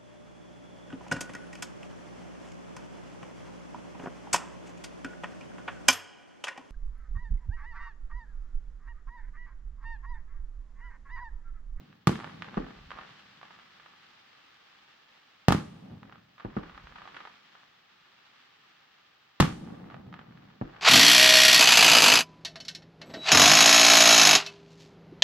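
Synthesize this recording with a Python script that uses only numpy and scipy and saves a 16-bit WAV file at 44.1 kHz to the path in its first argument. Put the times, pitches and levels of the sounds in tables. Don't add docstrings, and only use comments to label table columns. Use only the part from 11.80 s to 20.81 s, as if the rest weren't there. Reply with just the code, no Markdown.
import sys
import numpy as np
from scipy import signal
from scipy.fft import rfft, irfft, next_fast_len
from scipy.io import wavfile

SR = 44100
rng = np.random.default_rng(int(sys.argv[2]) if len(sys.argv) > 2 else 0)


def wav_record(signal):
    frames = np.transpose(np.atleast_2d(signal))
    bounded = np.clip(frames, -1, 1)
    quanta = np.round(bounded * 32767).astype(np.int16)
    wavfile.write(sys.argv[1], SR, quanta)


N = 397341
TIME = np.arange(N) / SR
TAIL = TIME[:SR]


def from_db(db):
    return 10 ** (np.asarray(db) / 20)


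def rms_one(x):
    return x / np.sqrt(np.mean(x ** 2) + 1e-20)


def at_hz(points, hz, column=1):
    points = np.array(points)
    return np.interp(np.log(hz), np.log(points[:, 0]), points[:, column])


def butter(x, hz, kind, order=2):
    sos = signal.butter(order, np.clip(hz, 10, .45 * SR), kind, fs=SR, output="sos")
    return signal.sosfilt(sos, x + 1e-18)


def late(x, delay_s):
    return np.interp(TAIL - delay_s, TAIL, x, left=0)


def add(out, start_s, sound):
    i = max(round(start_s * SR), 0)
    out[:, i:i + sound.shape[1]] += sound[:, :N - i]


def band_one(x, low_hz, high_hz):
    return x / np.std(butter(x.mean(0), [low_hz, high_hz], "band"))


def wander(hz, depth_db):
    return from_db(depth_db * rms_one(butter(rng.standard_normal(N), hz, "low")))


def sparks(per_s, size_db, size=N):
    excess = np.minimum(rng.exponential(1, (2, size)), 4)
    clicks = from_db(size_db * excess) * rng.choice([-1, 1], (2, size))
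    struck = rng.random((2, size)) < per_s / SR
    return rms_one(clicks * struck)


# freq_hz, side_to_mid_db
WIDTH = [(60, -26), (110, -18.5), (200, -13.5), (380, -0.5), (700, 2.5), (1290, -5.5), (2400, -1.5),
         (8000, 1)]


def spread(pair, colour):
    size = next_fast_len(pair.shape[1])
    hz = np.maximum(np.fft.rfftfreq(size, 1 / SR), 1)
    mid, side = rfft(pair, size)
    width = from_db(at_hz(WIDTH, hz))
    both = np.array([mid + width * side, mid - width * side]) / np.hypot(1, width)
    return irfft(both * from_db(at_hz(colour, hz)), size)[:, :pair.shape[1]]


def scatter(table, onset_s, per_s=2500, size_db=1.5):
    hail = sparks(per_s, size_db, size=SR) + .5 * rng.standard_normal((2, SR))
    bins = rfft(spread(hail, table))
    octave = np.log2(np.clip(np.fft.rfftfreq(SR, 1 / SR), 60, 15360) / 60)
    gather = 1 - np.exp(-(TAIL / onset_s) ** 2)
    out = 0
    for k in range(9):
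        t60_s = at_hz(table, 60 * 2 ** k, column=2)
        fade = from_db(-60 * TAIL / t60_s) * gather
        band = irfft(bins * np.maximum(1 - abs(octave - k), 0), SR)
        out = out + band * fade / np.linalg.norm(fade)
    return out


def echo(x, response):
    return signal.fftconvolve(x[None], response, axes=1)[:, :SR]


def arrive(x, lag_s, pan_db):
    return np.array([late(x, lag_s) * from_db(pan_db / 2), x * from_db(-pan_db / 2)])


def swing(hz, damping):
    phase = 2 * np.pi * hz * TAIL
    return np.exp(-np.minimum(damping * phase, 40)) * (np.cos(phase) - damping * np.sin(phase))


def blast(front_db, front_s, suction_db, hz, bass_hz, suction_lag_s):
    phase = 2 * np.pi * hz * TAIL
    suction = late(-np.exp(-np.minimum(.27 * phase, 40)) * np.sin(phase), suction_lag_s)
    front = np.exp(-np.minimum(TAIL / front_s, 40))
    pressure = from_db(front_db) * front + from_db(suction_db) * suction
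    return butter(pressure, bass_hz, "high", order=1)


# freq_hz, density_db
NIGHT_COLOUR = [(25, -18), (60, -11), (150, 2), (300, -9), (700, -6.5), (2000, -11.5), (6000, -26.5),
                (11000, -37.5), (13500, -21), (15500, -18)]


def night(level_db=-74):
    return from_db(level_db) * rms_one(spread(rng.standard_normal((2, N)), NIGHT_COLOUR))


# report_s, time_to_crest_s, crest_db, fall_db_per_s
ROLLS = [(-0.35, .3, -50.5, 57), (0.268, 0.38, -51, 28), (0.77, 0.2, -60.5, 13.5), (3.679, 0.47, -48.5, 56),
         (4.7, 0.39, -61.5, 25), (7.6, 0.3, -43.5, 19)]
# freq_hz, density_db
ROLL_COLOUR = [(30, -24.5), (60, -15), (110, -2.5), (180, 2), (250, -3.5), (400, -13.5), (800, -19.5),
               (1500, -32.5), (3000, -40.5), (8000, -59.5)]


def rolling(lumps_db=1.25, lumps_hz=14, rise_db_per_s=6, linger_db=-22.5, linger_fall_db_per_s=13):
    power = 0
    for report_s, to_crest_s, crest_db, fall_db_per_s in ROLLS:
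        since_s = TIME - report_s - to_crest_s
        lingering_db = linger_db - linger_fall_db_per_s * since_s
        sinking_db = np.maximum(-fall_db_per_s * since_s, lingering_db)
        roll_db = crest_db + np.minimum(rise_db_per_s * since_s, sinking_db)
        power = power + (TIME > report_s) * from_db(roll_db) ** 2
    returns = sparks(per_s=450, size_db=0.5) + 0.65 * rng.standard_normal((2, N))
    thunder = band_one(spread(returns, ROLL_COLOUR), 90, 350)
    return np.sqrt(power) * wander(lumps_hz, lumps_db) * thunder


# freq_hz, density_db
SIZZLE_COLOUR = [(100, -24), (200, -9), (400, -8.5), (650, -8), (900, -5.5), (1250, -4), (2200, -1.5),
                 (3300, -4), (5000, -12), (7000, -24), (10000, -39), (14000, -59)]
# time_s, level_db
SIZZLE_LEVEL = [(0.0, -71), (0.26, -76.5), (0.33, -58.5), (0.56, -63.5), (1.15, -64.5), (1.3, -61.5),
                (1.48, -65.5), (2.96, -66.5), (3.6, -69), (4.35, -73.5), (4.8, -69), (5.4, -64),
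                (6.0, -69.5), (6.55, -67), (7.45, -70.5), (7.85, -70), (8.22, -75), (9.0, -70)]


def sizzle(waver_hz=12, waver_db=0.66):
    level = from_db(np.interp(TIME, *np.transpose(SIZZLE_LEVEL)))
    fine = sparks(per_s=3500, size_db=5.5) + 1.5 * rng.standard_normal((2, N))
    fine = band_one(spread(fine, SIZZLE_COLOUR), 3000, 7000)
    return level * wander(waver_hz, waver_db) * fine


# freq_hz, density_db
CRACKLE_COLOUR = [(100, -4), (400, 6), (800, 5), (1250, 4), (2000, 2.5), (3500, -15), (7000, -59),
                  (12000, -56)]
# start_s, length_s, typical_pop_peak_db, crackle_db
FLURRIES = [(0.368, 0.096, -42, -54.5), (0.64, 0.265, -43.5, -57), (1.095, 0.16, -38, -61),
            (1.602, 0.2, -45, -70), (4.229, 0.12, -53, -68), (4.589, 0.39, -43.5, -67),
            (5.021, 0.11, -40.5, -67.5), (5.16, 0.21, -44, -62.5), (7.837, 0.31, -58, -64),
            (8.323, 0.386, -49, -69), (8.841, 0.15, -46, -60.5)]


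def crackle(attack_s=0.029, release_s=0.086):
    coarse = sparks(per_s=190, size_db=3.0) + 0.3 * rng.standard_normal((2, N))
    coarse = band_one(spread(coarse, CRACKLE_COLOUR), 900, 2200)
    level = 0
    for start_s, length_s, _, crackle_db in FLURRIES:
        attack = np.clip((TIME - start_s) / attack_s, 0, 1)
        release = np.exp(-np.clip((TIME - start_s - length_s) / release_s, 0, 20))
        level = np.maximum(level, from_db(crackle_db) * attack * release)
    return level * coarse


def flurry_pops(per_s=29, typical_hz=1080, typical_scatter_db=2, spread_db=4):
    rows = []
    for start_s, length_s, typical_db, _ in FLURRIES:
        chance = rng.standard_normal(size=(40, 4))
        for k, (when, strength, pitch, scattered) in enumerate(chance):
            after_s = (k + .5 + .3 * when) / per_s
            if after_s < length_s and start_s + after_s < TIME[-1]:
                peak_db = typical_db + spread_db * strength
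                pitch_hz = typical_hz * np.exp(.15 * pitch)
                rows.append((start_s + after_s, peak_db, pitch_hz, typical_scatter_db + 3 * scattered))
    return rows


# start_s, peak_db, pitch_hz, scatter_db
SINGLE_POPS = [(0.1284, -43, 1450, -5), (0.356, -27.5, 1390, -5), (0.4015, -27, 1000, -7),
               (0.4087, -31.5, 980, -11), (0.4442, -25, 905, -1), (0.4959, -35, 970, 1),
               (0.6221, -22, 1590, -1), (0.6876, -34, 1180, -14), (0.7433, -30, 1050, -11),
               (1.106, -28, 1330, -1), (1.1162, -27, 1050, 1.5), (1.1871, -31.5, 895, 7),
               (1.6303, -35, 920, 4.5), (1.9987, -39.5, 1380, 2), (2.0609, -40, 970, 4),
               (2.1355, -46, 1050, 4), (4.2311, -35.5, 1000, -3), (4.2965, -40.5, 1200, -7),
               (4.3245, -36.5, 1060, 2.5), (4.3571, -39.5, 1100, -6), (4.5985, -37.5, 1141, 7),
               (4.6059, -37, 1130, -4), (4.8318, -38.5, 1066, 10.5), (4.8963, -35, 1060, 1),
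               (4.9466, -41, 1147, 7), (4.9772, -34, 1090, 4), (5.1574, -39.5, 1080, 13),
               (5.1851, -35, 1087, 0), (5.2186, -35.5, 1080, 3.5), (5.2548, -36.5, 954, 3),
               (5.2759, -32, 960, -2), (5.3454, -34.5, 1556, 5), (5.3658, -35, 1300, 11.5),
               (5.4047, -34, 1020, 5.5), (5.4521, -32.5, 1100, 3), (5.4736, -34.5, 990, 2.5),
               (5.7523, -40.5, 970.5, 5.5), (5.8337, -45.5, 1103, 0), (8.1014, -36.5, 996, 1.5),
               (8.1091, -43, 1010, 9), (8.1195, -46, 1047, 11), (8.1435, -31.5, 710, -4),
               (8.1664, -40, 935, -6), (8.3271, -36.5, 990, 2), (8.3407, -30, 1250, -2),
               (8.3919, -33.5, 985, 0.5), (8.4135, -41, 950, -1)]
# freq_hz, relative_energy_db, t60_s
NEAR = [(50, -10.5, 0.043), (150, -9, 0.06), (380, -7, 0.034), (797.5, -3.5, 0.046), (2014, -3, 0.039),
        (4920, -2.5, 0.069), (14110, -4.5, 0.027)]
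# freq_hz, relative_energy_db, t60_s
WIDE = [(40, -6.5, 0.23), (135, -13, .40), (350, -4.5, .35), (800, -9.5, .33), (2000, -5.5, 0.29),
        (5050, -7, 0.34), (14000, -8, 0.23)]


def pops(damping=0.47, air_hz=3200, ground_s=0.002093, ground_db=-11, wall_s=.0228, wall_db=-12.5,
         pan_db=-4.0, pan_spread_db=-1.5):
    out = np.zeros((2, N))
    places = [scatter(NEAR, onset_s=0.001) + scatter(WIDE, onset_s=0.018) for _ in range(9)]
    stars = SINGLE_POPS + flurry_pops()
    sky = rng.standard_normal((len(stars), 3))
    for k, (start_s, peak_db, pitch_hz, scatter_db) in enumerate(stars):
        ground_path, side, wall_path = sky[k]
        pop = butter(swing(pitch_hz, damping), air_hz, "low", order=3)
        pop *= from_db(peak_db) / pop.max()
        bounce = from_db(ground_db) * late(pop, ground_s * np.exp(0.238 * ground_path))
        direct = arrive(pop + bounce, lag_s=.00002, pan_db=pan_db + pan_spread_db * side)
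        rustle = echo(pop[:SR // 100], places[k % len(places)])
        heard = direct + from_db(scatter_db) * rustle
        add(out, start_s, heard)
        echo_s = min(start_s + wall_s * np.exp(.04 * wall_path), TIME[-1])
        add(out, echo_s, from_db(wall_db) * heard)
    return out


# start_s, peak_db, pitch_hz, dullness_cut_hz, ground_bounce_db, scatter_db, late_boom_db
LAUNCHES = [(0.7716, -18, 192, 1490, -3, 8.5, -53), (4.649, -22.5, 144, 1190, -32, 4, -58.5),
            (4.7665, -19.5, 146, 1500, -26, 6.5, -61), (8.8132, -20, 143, 1247, -19, 4, -57)]


def launches(front_s=0.00046, suction_db=-2, suction_lag_s=0.00074, heave_hz=38, heave_db=-21,
             bounce_s=0.0046, wall_s=0.0086, wall_db=-8, near_db=-3, wide_db=-3,
             boom_s=0.33, boom_width_s=0.083, boom_hz=70):
    out = np.zeros((2, N))
    for start_s, peak_db, pitch_hz, cut_hz, bounce_db, scatter_db, boom_db in LAUNCHES:
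        heave = from_db(heave_db) * swing(heave_hz, damping=0.19)
        thump = blast(0, front_s, suction_db, pitch_hz, bass_hz=40, suction_lag_s=suction_lag_s)
        thump = butter(thump + heave, cut_hz, "low")
        thump *= from_db(peak_db) / thump.max()
        bounce = from_db(bounce_db) * late(thump, bounce_s)
        wall = from_db(wall_db) * late(thump, wall_s)
        direct = arrive(thump + bounce + wall, lag_s=0.0004, pan_db=0.0)
        near = from_db(near_db) * scatter(NEAR, onset_s=0.0035)
        wide = from_db(wide_db) * scatter(WIDE, onset_s=0.0086)
        around = from_db(scatter_db) * echo(thump, near + wide)
        boom = sparks(per_s=46, size_db=4.0, size=SR)[0]
        boom = rms_one(butter(boom, [boom_hz / 2, boom_hz], "band"))
        boom *= from_db(boom_db) * np.exp(-((TAIL - boom_s) / boom_width_s) ** 2 / 2)
        add(out, start_s, direct + around + boom)
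    return out


# start_s, front_db, front_length_s, suction_db, suction_pitch_hz, bass_edge_hz,
# air_cut_hz, scatter_db, wall_echo_db, wall_delay_s
SHELLS = [(0.272, -3.5, 0.00038, -2.5, 158, 158.5, 6000, 1, -7, 0.022),
          (3.6839, 0.5, 0.0003, -2.5, 138, 70, 4200, 0, -4.5, .0230),
          (3.7231, -4.5, 0.00029, -9, 148, 70, 5460, 2.5, -5.5, 0.025),
          (7.6014, -1, 0.00024, -4, 165, 55.4, 4000, 2.5, -11.5, .0220),
          (7.6048, 3, 0.0001, -4, 144.5, 60, 4500, 1, -3, 0.021)]
# freq_hz, relative_energy_db, t60_s
FAR = [(49.94, -31, 1.172), (300, -27, 0.4), (1200, -26.5, 1.2), (3997, -22.5, 1.082), (9200, -14.5, 0.71),
       (14000, -27, 0.95)]


def shells(suction_lag_s=0.00097, wall_hz=1700, top_hz=15000, near_db=1.5):
    out = np.zeros((2, N))
    far = scatter(FAR, onset_s=.04)
    for (start_s, front_db, front_s, suction_db, pitch_hz, bass_hz,
         air_hz, scatter_db, wall_db, wall_s) in SHELLS:
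        bang = blast(front_db, front_s, suction_db, pitch_hz, bass_hz, suction_lag_s)
        bang = butter(bang, air_hz, "low", order=1)
        bang = butter(bang, top_hz, "low")
        wall = from_db(wall_db) * late(butter(bang, wall_hz, "low", order=1), wall_s)
        direct = arrive(bang + wall, lag_s=.00007, pan_db=-0.5)
        near = from_db(near_db) * scatter(NEAR, onset_s=0.00027)
        wide = scatter(WIDE, onset_s=0.012, per_s=1700)
        response = from_db(scatter_db) * (near + wide) + far
        add(out, start_s, direct + echo(bang, response))
    return out


def scene():
    return night() + rolling() + sizzle() + crackle() + pops() + launches() + shells()


# freq_hz, width_hz, gain_db
HOUSING = [(660, 480, -1), (794, 110, 4.5), (1010, 120, -1.5), (1188.5, 160, 4), (1737, 110, 2),
           (2270, 850, -3), (3410, 310, 0)]


def record(dry, clip=.84, cutoff_hz=15800):
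    for hz, width_hz, gain_db in HOUSING:
        ring = signal.lfilter(*signal.iirpeak(hz, hz / width_hz, fs=SR), dry)
        dry = dry + (from_db(gain_db) - 1) * ring
    top_cut = signal.ellip(10, .1, 80, cutoff_hz, fs=SR, output="sos")
    return signal.sosfilt(top_cut, np.clip(dry, -clip, clip))


dry = scene()
out = record(dry)
wav_record(out)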